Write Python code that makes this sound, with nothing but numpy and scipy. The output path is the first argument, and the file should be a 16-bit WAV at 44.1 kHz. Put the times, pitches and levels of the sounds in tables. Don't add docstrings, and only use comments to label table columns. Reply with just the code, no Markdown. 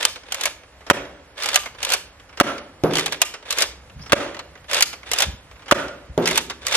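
import sys
import numpy as np
from scipy import signal
from scipy.fft import rfft, irfft, next_fast_len
from scipy.io import wavfile
from scipy.ndimage import uniform_filter1d

SR = 44100
rng = np.random.default_rng(int(sys.argv[2]) if len(sys.argv) > 2 else 0)


def master_out(mix):
    frames = np.transpose(np.atleast_2d(mix))
    ceiling = np.clip(frames, -1, 1)
    pcm = np.round(ceiling * 32767).astype(np.int16)
    wavfile.write(sys.argv[1], SR, pcm)


def boost_factor(decibels):
    exponent = np.asarray(decibels, float) / 20
    return 10 ** exponent


N = 298204

# f/Hz, level/dB
STREET = [(18, -48), (30, 5), (71, -1.5), (195, -35), (281, -3), (346, -14), (497, -4), (837, -7.5),
          (1830, -10.5), (6530, -22.5), (9640, -26.5), (11600, -23), (15000, -79)]
# t/s, level/dB
GUSTS = [(0.0, -56), (2.01, -56), (2.82, -53), (3.27, -61), (4.01, -48), (4.4, -52.5), (6.25, -51.5),
         (6.76, -54)]
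# f/Hz, level/dB
WIND = [(20, -13), (45, -3.5), (63, 5.5), (85, -4), (200, -11.5), (400, -34.5)]
# t/s, level/dB, length/s
BUMPS = [(0.973, -46, 0.092), (2.696, -51, .1), (3.596, -56, 0.14), (3.953, -42, 0.034),
         (3.987, -40, 0.046), (4.703, -56, 0.15), (5.243, -37, 0.026), (5.254, -27, 0.056),
         (5.322, -33.5, 0.04), (5.273, -46.5, 0.16), (3.917, -39.5, 0.156), (6.076, -35, 0.06),
         (6.492, -55, 0.086)]
# f/Hz, level/dB
BUMP_COLOUR = [(25, -9), (60, 10.5), (130, -1.5), (250, -12), (500, -47)]
# t/s, level/dB, f/Hz
CHIRP = [
    (4.01, -49, 4800),
    (4.022, -38, 5270),
    (4.049, -47, 5540),
    (4.087, -45, 5300),
]
# f/Hz, t60/s
YARD = [(200, 0.98), (530, 0.72), (1400, 0.68), (3700, 0.6), (9000, 0.48)]
# f/Hz, level/dB
WALLS = [(150, -3.5), (300, 8), (600, -3.5), (1500, -1.5), (3000, -0.5), (5800, 1), (9000, -0.5),
         (15000, 1.5)]
# start t/s, stop t/s, rubbing force at start level/dB, at stop level/dB
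STROKES = [(0.0, 0.075, -32, -32.5), (0.265, 0.474, -48, -31), (1.379, 1.572, -35.5, -29),
           (1.786, 1.948, -43, -26), (2.91, 3.026, -35.5, -29.5), (3.124, 3.144, -29.5, -33),
           (3.207, 3.226, -41, -30.5), (3.456, 3.626, -45.5, -23), (4.693, 4.789, -34.5, -22),
           (5.059, 5.228, -46, -23), (6.226, 6.382, -37, -26), (6.618, 6.762, -45, -21)]
# f/Hz, level/dB
RAIL = [(120, -71), (200, -21.5), (558, -2.5), (805, -11), (915, -11.5), (2290, -6), (2650, -5),
        (4420, -12), (11900, -30.5), (15900, -70)]
# f/Hz, width/Hz, level/dB
SHELL = [(573, 100, 2), (915, 120, 10), (1350, 580, 1), (1683, 63, 4), (2360, 87, -14), (3540, 190, 9.5)]
# f/Hz, level/dB
PLASTIC = [(150, -36), (250, -17), (484, -10), (788, -9), (1150, -3.5), (3060, 1), (3450, -2), (6450, -3),
           (9970, -11.5), (11700, -8), (15900, -30.5)]
# t/s, peak level/dB
PULLS = [(0.0279, -12.5), (1.3789, -31.5), (1.4014, -26), (1.4234, -18.5), (1.434, -14), (1.4417, -17),
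         (1.4587, -12), (1.4754, -22), (1.4878, -11.5), (1.5179, -45), (1.5434, -8.5), (2.935, -17),
         (2.9545, -11.5), (2.9695, -11.5), (2.983, -12), (2.9943, -11.5), (3.0599, -10), (3.1231, -14.5),
         (4.6841, -36), (4.7035, -36), (4.7127, -17), (4.7318, -10), (4.7444, -8.5), (4.766, -21),
         (4.807, -5.5), (6.257, -13), (6.2744, -8), (6.287, -13), (6.3101, -12.5), (6.357, -12.5)]
# t/s, peak level/dB, ring of the steel catch level/dB
LOCKS = [
    (0.051, -0.5, -30.5),
    (1.5578, 0.5, -23.5),
    (3.2168, 0, -28),
    (4.8238, 0.4, -36),
    (6.3758, -2.5, -52),
]
# t/s, peak level/dB
SETTLES = [(0.158, -27), (1.6574, -23), (3.3385, -25), (4.929, -25), (6.4979, -20)]
# t/s, peak level/dB
PUSHES = [(0.3215, -13), (0.3441, -15.5), (0.393, -33), (0.41, -15.5), (0.4346, -12.5), (0.455, -8),
          (1.8292, -11.5), (1.8485, -12.5), (1.8904, -17.5), (1.9016, -13), (1.92, -9.5), (1.9352, -6),
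          (1.975, -34), (3.506, -11), (3.5248, -12.5), (3.5726, -22), (3.5846, -9.5), (3.6055, -11.5),
          (3.6208, -6), (5.1148, -11), (5.1336, -8), (5.1717, -37), (5.1854, -9.5), (5.2036, -7),
          (5.221, -7.5), (6.6666, -10.5), (6.682, -15.5), (6.7121, -24), (6.7241, -13), (6.7516, -8)]
# t/s, peak level/dB
CREAKS = [(0.8061, -42.5), (0.8652, -31.5), (0.8738, -40), (2.292, -42), (2.3271, -40), (2.3725, -27.5),
          (3.992, -41), (4.034, -40.5), (4.0612, -32.5), (4.0955, -30), (5.5566, -43.5), (5.593, -42.5),
          (5.6207, -40), (5.659, -36.5), (5.681, -28.5)]
# t/s, peak level/dB
TICKS = [(0.234, -35), (0.2644, -45), (0.2853, -34.5), (0.634, -36.5), (1.051, -31.5), (1.3588, -44),
         (1.6337, -27.5), (1.7477, -35), (2.1979, -36.5), (2.58, -26.5), (3.078, -20), (3.426, -33.5),
         (3.458, -33.5), (3.7204, -41), (3.8973, -35.5), (4.1779, -27.5), (4.345, -26), (4.367, -27.5),
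         (4.3911, -22), (4.5531, -35.5), (4.575, -41), (4.643, -38), (5.031, -32), (5.067, -33),
         (5.5119, -35.5), (5.7474, -34), (5.881, -27), (6.2193, -47), (6.6246, -45)]
# brightness of a -15 dB knock/dB per octave, t60/s, sharp edge/share 0-1
PULL_PART = (-.8, .046, .5)
PUSH_PART = (.9, .05, .3)
LOCK_PART = (-0.32, 0.045, 0.56)
SETTLE_PART = (-2, 0.091, .1)
CREAK_PART = (-2.1, 0.12, .1)
TICK_PART = (-3, 0.062, .15)
PANEL = (.27, .46, 1.03)
# f/Hz, level/dB, t60/s
LATCH_RING = [(1202, 0, 0.19)]
# t/s, peak level/dB, stiffness of the spot/pitch ratio
THUDS = [
    (2.8365, -3, .97),
    (6.1775, -4.5, 1.08),
]
# f/Hz, level/dB, t60/s
BOARD = [(161.6, -0.5, 0.28), (215.4, -3.5, 0.2), (301, 0.5, 0.16), (369, 8, 0.066), (459.4, -1.5, 0.21),
         (558, -7, 0.32)]
# f/Hz, level/dB
FLAP = [(59, -50), (100, -19), (380, 1.5), (698, -5), (841, -9), (1600, -17.5), (1810, -23.5), (8350, -43),
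        (12100, -32), (14000, -54)]
# f/Hz, level/dB, t60/s
SQUASH = [(540, 2.5, 0.024), (860, -1, 0.0032)]
# t/s, level/dB, ringing f/Hz, t60/s
BOUNCES = [
    (.965, -29, 2530, 0.16),
    (2.465, -23, 1350, 0.47),
    (4.2, -25.5, 337, 0.49),
    (5.779, -27, 1430, 0.58),
]
# t/s, crack peak level/dB, pop level/dB
SHOTS = [
    (0.9, 0.5, -1.5),
    (2.4, -1, 0.5),
    (4.121, -1, 4),
    (5.712, -1, 3),
]
# f/Hz, level/dB
CRACK = [(120, -29.5), (200, -15.5), (646, -7.5), (1340, -7), (2950, -4.5), (5120, -12), (5820, -10),
         (8090, -15.5), (9900, -14.5), (15900, -22)]
# f/Hz, level/dB, t60/s
SEAR = [(1257, 0, 0.054), (3410, -0.5, .015), (5650, -8, .012), (2250, 1.5, 0.031)]
# f/Hz, level/dB, t60/s
BARREL = [(573, -4.5, 0.048), (316, -6.5, 0.023), (920, -4, 0.018), (1460, -1, 0.012), (2410, -3.5, 0.0032)]
# f/Hz, phase/rad
LEAD = [(300, -.2), (1000, -.1), (2070, .5), (2800, 1.6), (4000, 2.2), (8000, 2.5), (15000, 2.9)]
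# f/Hz, share 0-1
ALIKE = [(40, .95), (140, 1), (350, 0.97), (1000, 0.74), (2500, 0.51), (5000, 0.55), (9000, 0.27),
         (14000, .8)]
# f/Hz, level/dB
LEAN = [(60, 0), (180, -1), (550, 0.5), (1650, -4), (4970, 0), (15000, 0.5)]


def evened(x):
    return x / np.sqrt(np.mean(x ** 2) + 1e-20)


def hiss(length):
    return rng.standard_normal((2, length))


def read(points, hz):
    f, value = np.transpose(points)
    return np.interp(np.log(hz + 1), np.log(f + 1), value)


def add(mix, s, sound):
    part = mix[:, round(s * SR):][:, :sound.shape[1]]
    part += sound[:, :part.shape[1]]


def coloured(x, points, tilt_db=0, peak_hz=1000, peak_db=0, width=0.27):
    size = next_fast_len(x.shape[-1])
    hz = np.fft.rfftfreq(size, 1 / SR) + 1
    hump = peak_db / (1 + ((hz - peak_hz) / (width * peak_hz)) ** 2)
    slope = tilt_db * np.log2(np.maximum(hz, 450) / 2000)
    shape = boost_factor(read(points, hz) + slope + hump)
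    return evened(irfft(rfft(x, size) * shape, size)[..., :x.shape[-1]])


def onset(t, rise):
    return 1 - np.exp(-t / rise)


def dying(t, t60, rise):
    return onset(t, rise) * boost_factor(-60 * t / t60)


def ring(modes, t, spread):
    one = np.zeros(len(t))
    for hz, db, t60 in modes:
        detuned = hz * (1 + spread * rng.standard_normal())
        one -= boost_factor(db - 60 * t / t60) * np.sin(2 * np.pi * detuned * t)
    return np.array([one, np.roll(one, 9)]) / abs(one).max()


def outdoors():
    out = coloured(hiss(N), STREET) * boost_factor(-50.5)
    s, db = np.transpose(GUSTS)
    slow = uniform_filter1d(uniform_filter1d(rng.standard_normal(N), 1500), 1500)
    wind = evened(coloured(hiss(N), WIND) * boost_factor(2.0 * evened(slow)))
    out += wind * boost_factor(np.interp(np.arange(N) / SR, s, db) + 2.5)
    thumps = coloured(hiss(N), BUMP_COLOUR)
    for s, db, length in BUMPS:
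        swell = np.hanning(round(length * SR))
        add(out, s, boost_factor(db) * thumps[:, round(s * SR):][:, :len(swell)] * swell)
    return out


def bird():
    s, db, hz = np.transpose(CHIRP)
    t = np.arange(s[0], s[-1], 1 / SR)
    breath = evened(uniform_filter1d(hiss(len(t)), 60))
    whistle = np.sin(2 * np.pi * np.cumsum(np.interp(t, s, hz)) / SR)
    out = np.zeros((2, N))
    add(out, s[0], boost_factor(np.interp(t, s, db)) * breath * whistle)
    return out


def yard(x, reach):
    taps = np.zeros((2, SR))
    at = np.arange(0, SR - 20, 20) + rng.integers(0, 20, (2, SR // 20 - 1))
    np.put_along_axis(taps, at, rng.choice([-1., 1.], at.shape), 1)
    hz, t, z = signal.stft(taps, SR, nperseg=256)
    fade_db = -60 * t / (reach * read(YARD, hz)[:, None])
    tail = signal.istft(z * boost_factor(read(WALLS, hz)[:, None] + fade_db), SR, nperseg=256)[1]
    since = np.maximum(np.arange(tail.shape[1]) / SR - .03, 0)
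    tail *= (since > 0) * (1 - 0.18 * np.exp(-since / 0.03))
    tail /= np.linalg.norm(tail[0])
    tail[:, round(.035 * SR)] += .15
    return signal.fftconvolve(x, tail, axes=1)[:, :N]


def shell(x):
    out = 0
    for hz, width, db in SHELL:
        out = out + boost_factor(db) * signal.lfilter(*signal.iirpeak(hz, hz / width, SR), x)
    return evened(out)


def force(t, start, stop, start_db, stop_db):
    grip_db_per_s, let_go_db_per_s = 1505, 514
    settling_db, settling_s = -30.5, 0.075
    db = np.interp(t, [start, stop], [start_db, stop_db])
    db -= grip_db_per_s * np.maximum(start - t, 0)
    db -= let_go_db_per_s * np.maximum(t - stop, 0)
    drag = (t > stop) * boost_factor(stop_db + settling_db) * np.exp(-((t - stop) / settling_s) ** 4)
    return 20 * np.log10(boost_factor(db) + drag + 1e-9)


def strokes():
    out = np.zeros((2, N))
    slips_per_s, slip_s = 250, 0.0027
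    for row in STROKES:
        t = max(row[0] - .2, 0) + np.arange(round(.6 * SR)) / SR
        size_db = 3.5 * np.minimum(rng.exponential(1, len(t)), 2)
        slips = boost_factor(size_db) * (rng.random(len(t)) < slips_per_s / SR)
        grit = 1.05 + evened(signal.lfilter([1], [1, -np.exp(-1 / (slip_s * SR))], slips))
        rub = coloured(hiss(len(t)), RAIL) * grit
        rub = evened(evened(rub) + 0.54 * shell(rub))
        force_db = force(t, *row)
        edge = np.diff(rub, prepend=0) * 1.65 * boost_factor(0.4 * (force_db + 30.5))
        add(out, t[0], (rub + edge) * boost_factor(force_db + 2))
    return out


def knocks():
    kinds = [(PULLS, PULL_PART), (LOCKS, LOCK_PART), (SETTLES, SETTLE_PART), (PUSHES, PUSH_PART),
             (CREAKS, CREAK_PART), (TICKS, TICK_PART)]
    found = []
    for rows, (bright_db, t60, edge) in kinds:
        for s, db, *_ in rows:
            found.append((s, db, bright_db + 0.19 * (db + 15), t60, edge))
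    return found


def clacks():
    out, t = np.zeros((2, N)), np.arange(3072) / SR
    dullest_db = -6
    for s, db, bright_db, t60, edge in knocks():
        hz = rng.uniform(1789, 5500)
        knock = coloured(hiss(len(t)), PLASTIC, max(bright_db, dullest_db), hz, 7.5, width=0.05)
        body = signal.lfilter(*signal.butter(N=1, Wn=2500, fs=SR), knock)
        t60 = max(t60, .006) * boost_factor(1.0 * rng.standard_normal())
        snap = (knock - body) * (dying(t, 0.58 * t60, 0.00087) + edge * dying(t, 0.0048, .0001))
        notes = [(ratio * hz, -1.5 * k, 0.7 * t60) for k, ratio in enumerate(PANEL)]
        panel = ring(notes, t, .12) * onset(t, .0012)
        add(out, s, boost_factor(db + 1.0) * (body * dying(t, t60, 0.0047) + snap + boost_factor(-8) * panel))
    return out


def latch():
    out, t = np.zeros((2, N)), np.arange(12000) / SR
    for s, _, ring_db in LOCKS:
        add(out, s, boost_factor(ring_db) * ring(LATCH_RING, t, .008))
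    return out


def thuds():
    out, t = np.zeros((2, N)), np.arange(20000) / SR
    squash_s = .0007
    for s, db, stiff in THUDS:
        tick = coloured(hiss(len(t)), PLASTIC, peak_hz=3080, peak_db=6) * dying(t, 0.012, 0.00014)
        rattle = coloured(hiss(len(t)), FLAP) * dying(t, 0.38, squash_s)
        notes = [(hz * stiff, mode_db, t60) for hz, mode_db, t60 in BOARD]
        boom = ring(notes, t, 0.017) * onset(t, squash_s)
        blow = ring(SQUASH, t, .02) * onset(t, squash_s)
        thud = boost_factor(-15.0) * tick + boost_factor(-12) * rattle + boost_factor(0.5) * boom + boost_factor(-6) * blow
        add(out, s, boost_factor(db) * thud)
    return out


def bounces():
    out, t = np.zeros((2, N)), np.arange(24000) / SR
    for (s, db, hz, t60), (shot_s, _, pop_db) in zip(BOUNCES, SHOTS):
        knock = coloured(hiss(len(t)), CRACK, tilt_db=-4.0, peak_hz=hz, peak_db=13.0, width=0.079)
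        add(out, s, boost_factor(db) * knock * dying(t, t60, 0.0027))
        hum = evened(signal.lfilter(*signal.iirpeak(575, 12.5, SR), hiss(len(t))))
        add(out, shot_s + .03, boost_factor(pop_db - 28.5) * hum * dying(t, 0.71, 0.021))
    return out


def shots():
    out, t = np.zeros((2, N)), np.arange(6000) / SR
    run_s = .0099
    for s, crack_db, pop_db in SHOTS:
        crack = coloured(hiss(len(t)), CRACK, peak_hz=1280, peak_db=14.5) * dying(t, .03, 0.00027)
        add(out, s, boost_factor(crack_db - 0.5) * crack + boost_factor(crack_db - 2.0) * ring(SEAR, t, 0.018))
        pop = ring(BARREL, t, 0.0065) * onset(t, 0.000068)
        slap = coloured(hiss(len(t)), CRACK, tilt_db=-4.5) * dying(t, .028, 0.00004)
        add(out, s + run_s, boost_factor(pop_db) * pop + boost_factor(pop_db - 6.0) * slap)
    return signal.lfilter(*signal.butter(N=1, Wn=110, btype="high", fs=SR), out)


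def scene():
    shot, thud = shots(), thuds()
    parts = clacks() + strokes() + latch()
    wet = yard(boost_factor(-15) * shot + boost_factor(-11) * thud, 0.83) + yard(boost_factor(-17.0) * parts, 0.6)
    return shot + thud + parts + wet + bounces() + bird() + outdoors()


def ports(x):
    size = next_fast_len(N)
    hz, (a, b) = np.fft.rfftfreq(size, 1 / SR), rfft(x, size)
    same, lean = np.clip(read(ALIKE, hz), 0, 1), boost_factor(read(LEAN, hz) / 2)
    other = same * a + np.sqrt(1 - same ** 2) * b
    return irfft([a * lean, other * np.exp(-1j * read(LEAD, hz)) / lean], size)[:, :N]


def starved(x):
    left, right = x
    hz, _, z = signal.stft([left + right, left - right], SR, nperseg=1024)
    band = np.arange(len(hz)) // 16
    power = np.add.reduceat(abs(z) ** 2, np.arange(0, len(hz), 16), axis=1)
    band_db = 10 * np.log10(power + 1e-20)
    luck_db = 7.1 * evened(uniform_filter1d(rng.standard_normal(band_db.shape[1:]), 6))
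    rise_db = .5 * np.arange(len(luck_db))[:, None]
    limit_db = .6 * band_db[0].max(0) - 45.5 + luck_db + rise_db - 6
    limits_db = limit_db - np.array([0, 8.])[:, None, None]
    lost = (band_db < limits_db)[:, band] & (hz[:, None] > 6000)
    mid, side = signal.istft(z * ~lost, SR, nperseg=1024)[1][:, :N] / 2
    return np.array([mid + side, mid - side])


def band_limit(x):
    return signal.sosfilt(signal.butter(12, 16090, fs=SR, output="sos"), x)


def record(dry):
    lifted = signal.lfilter(*signal.butter(N=3, Wn=48, btype="high", fs=SR), ports(dry))
    finished = starved(np.clip(lifted, -1, 1))
    return band_limit(finished)


dry = scene()
out = record(dry)
master_out(out)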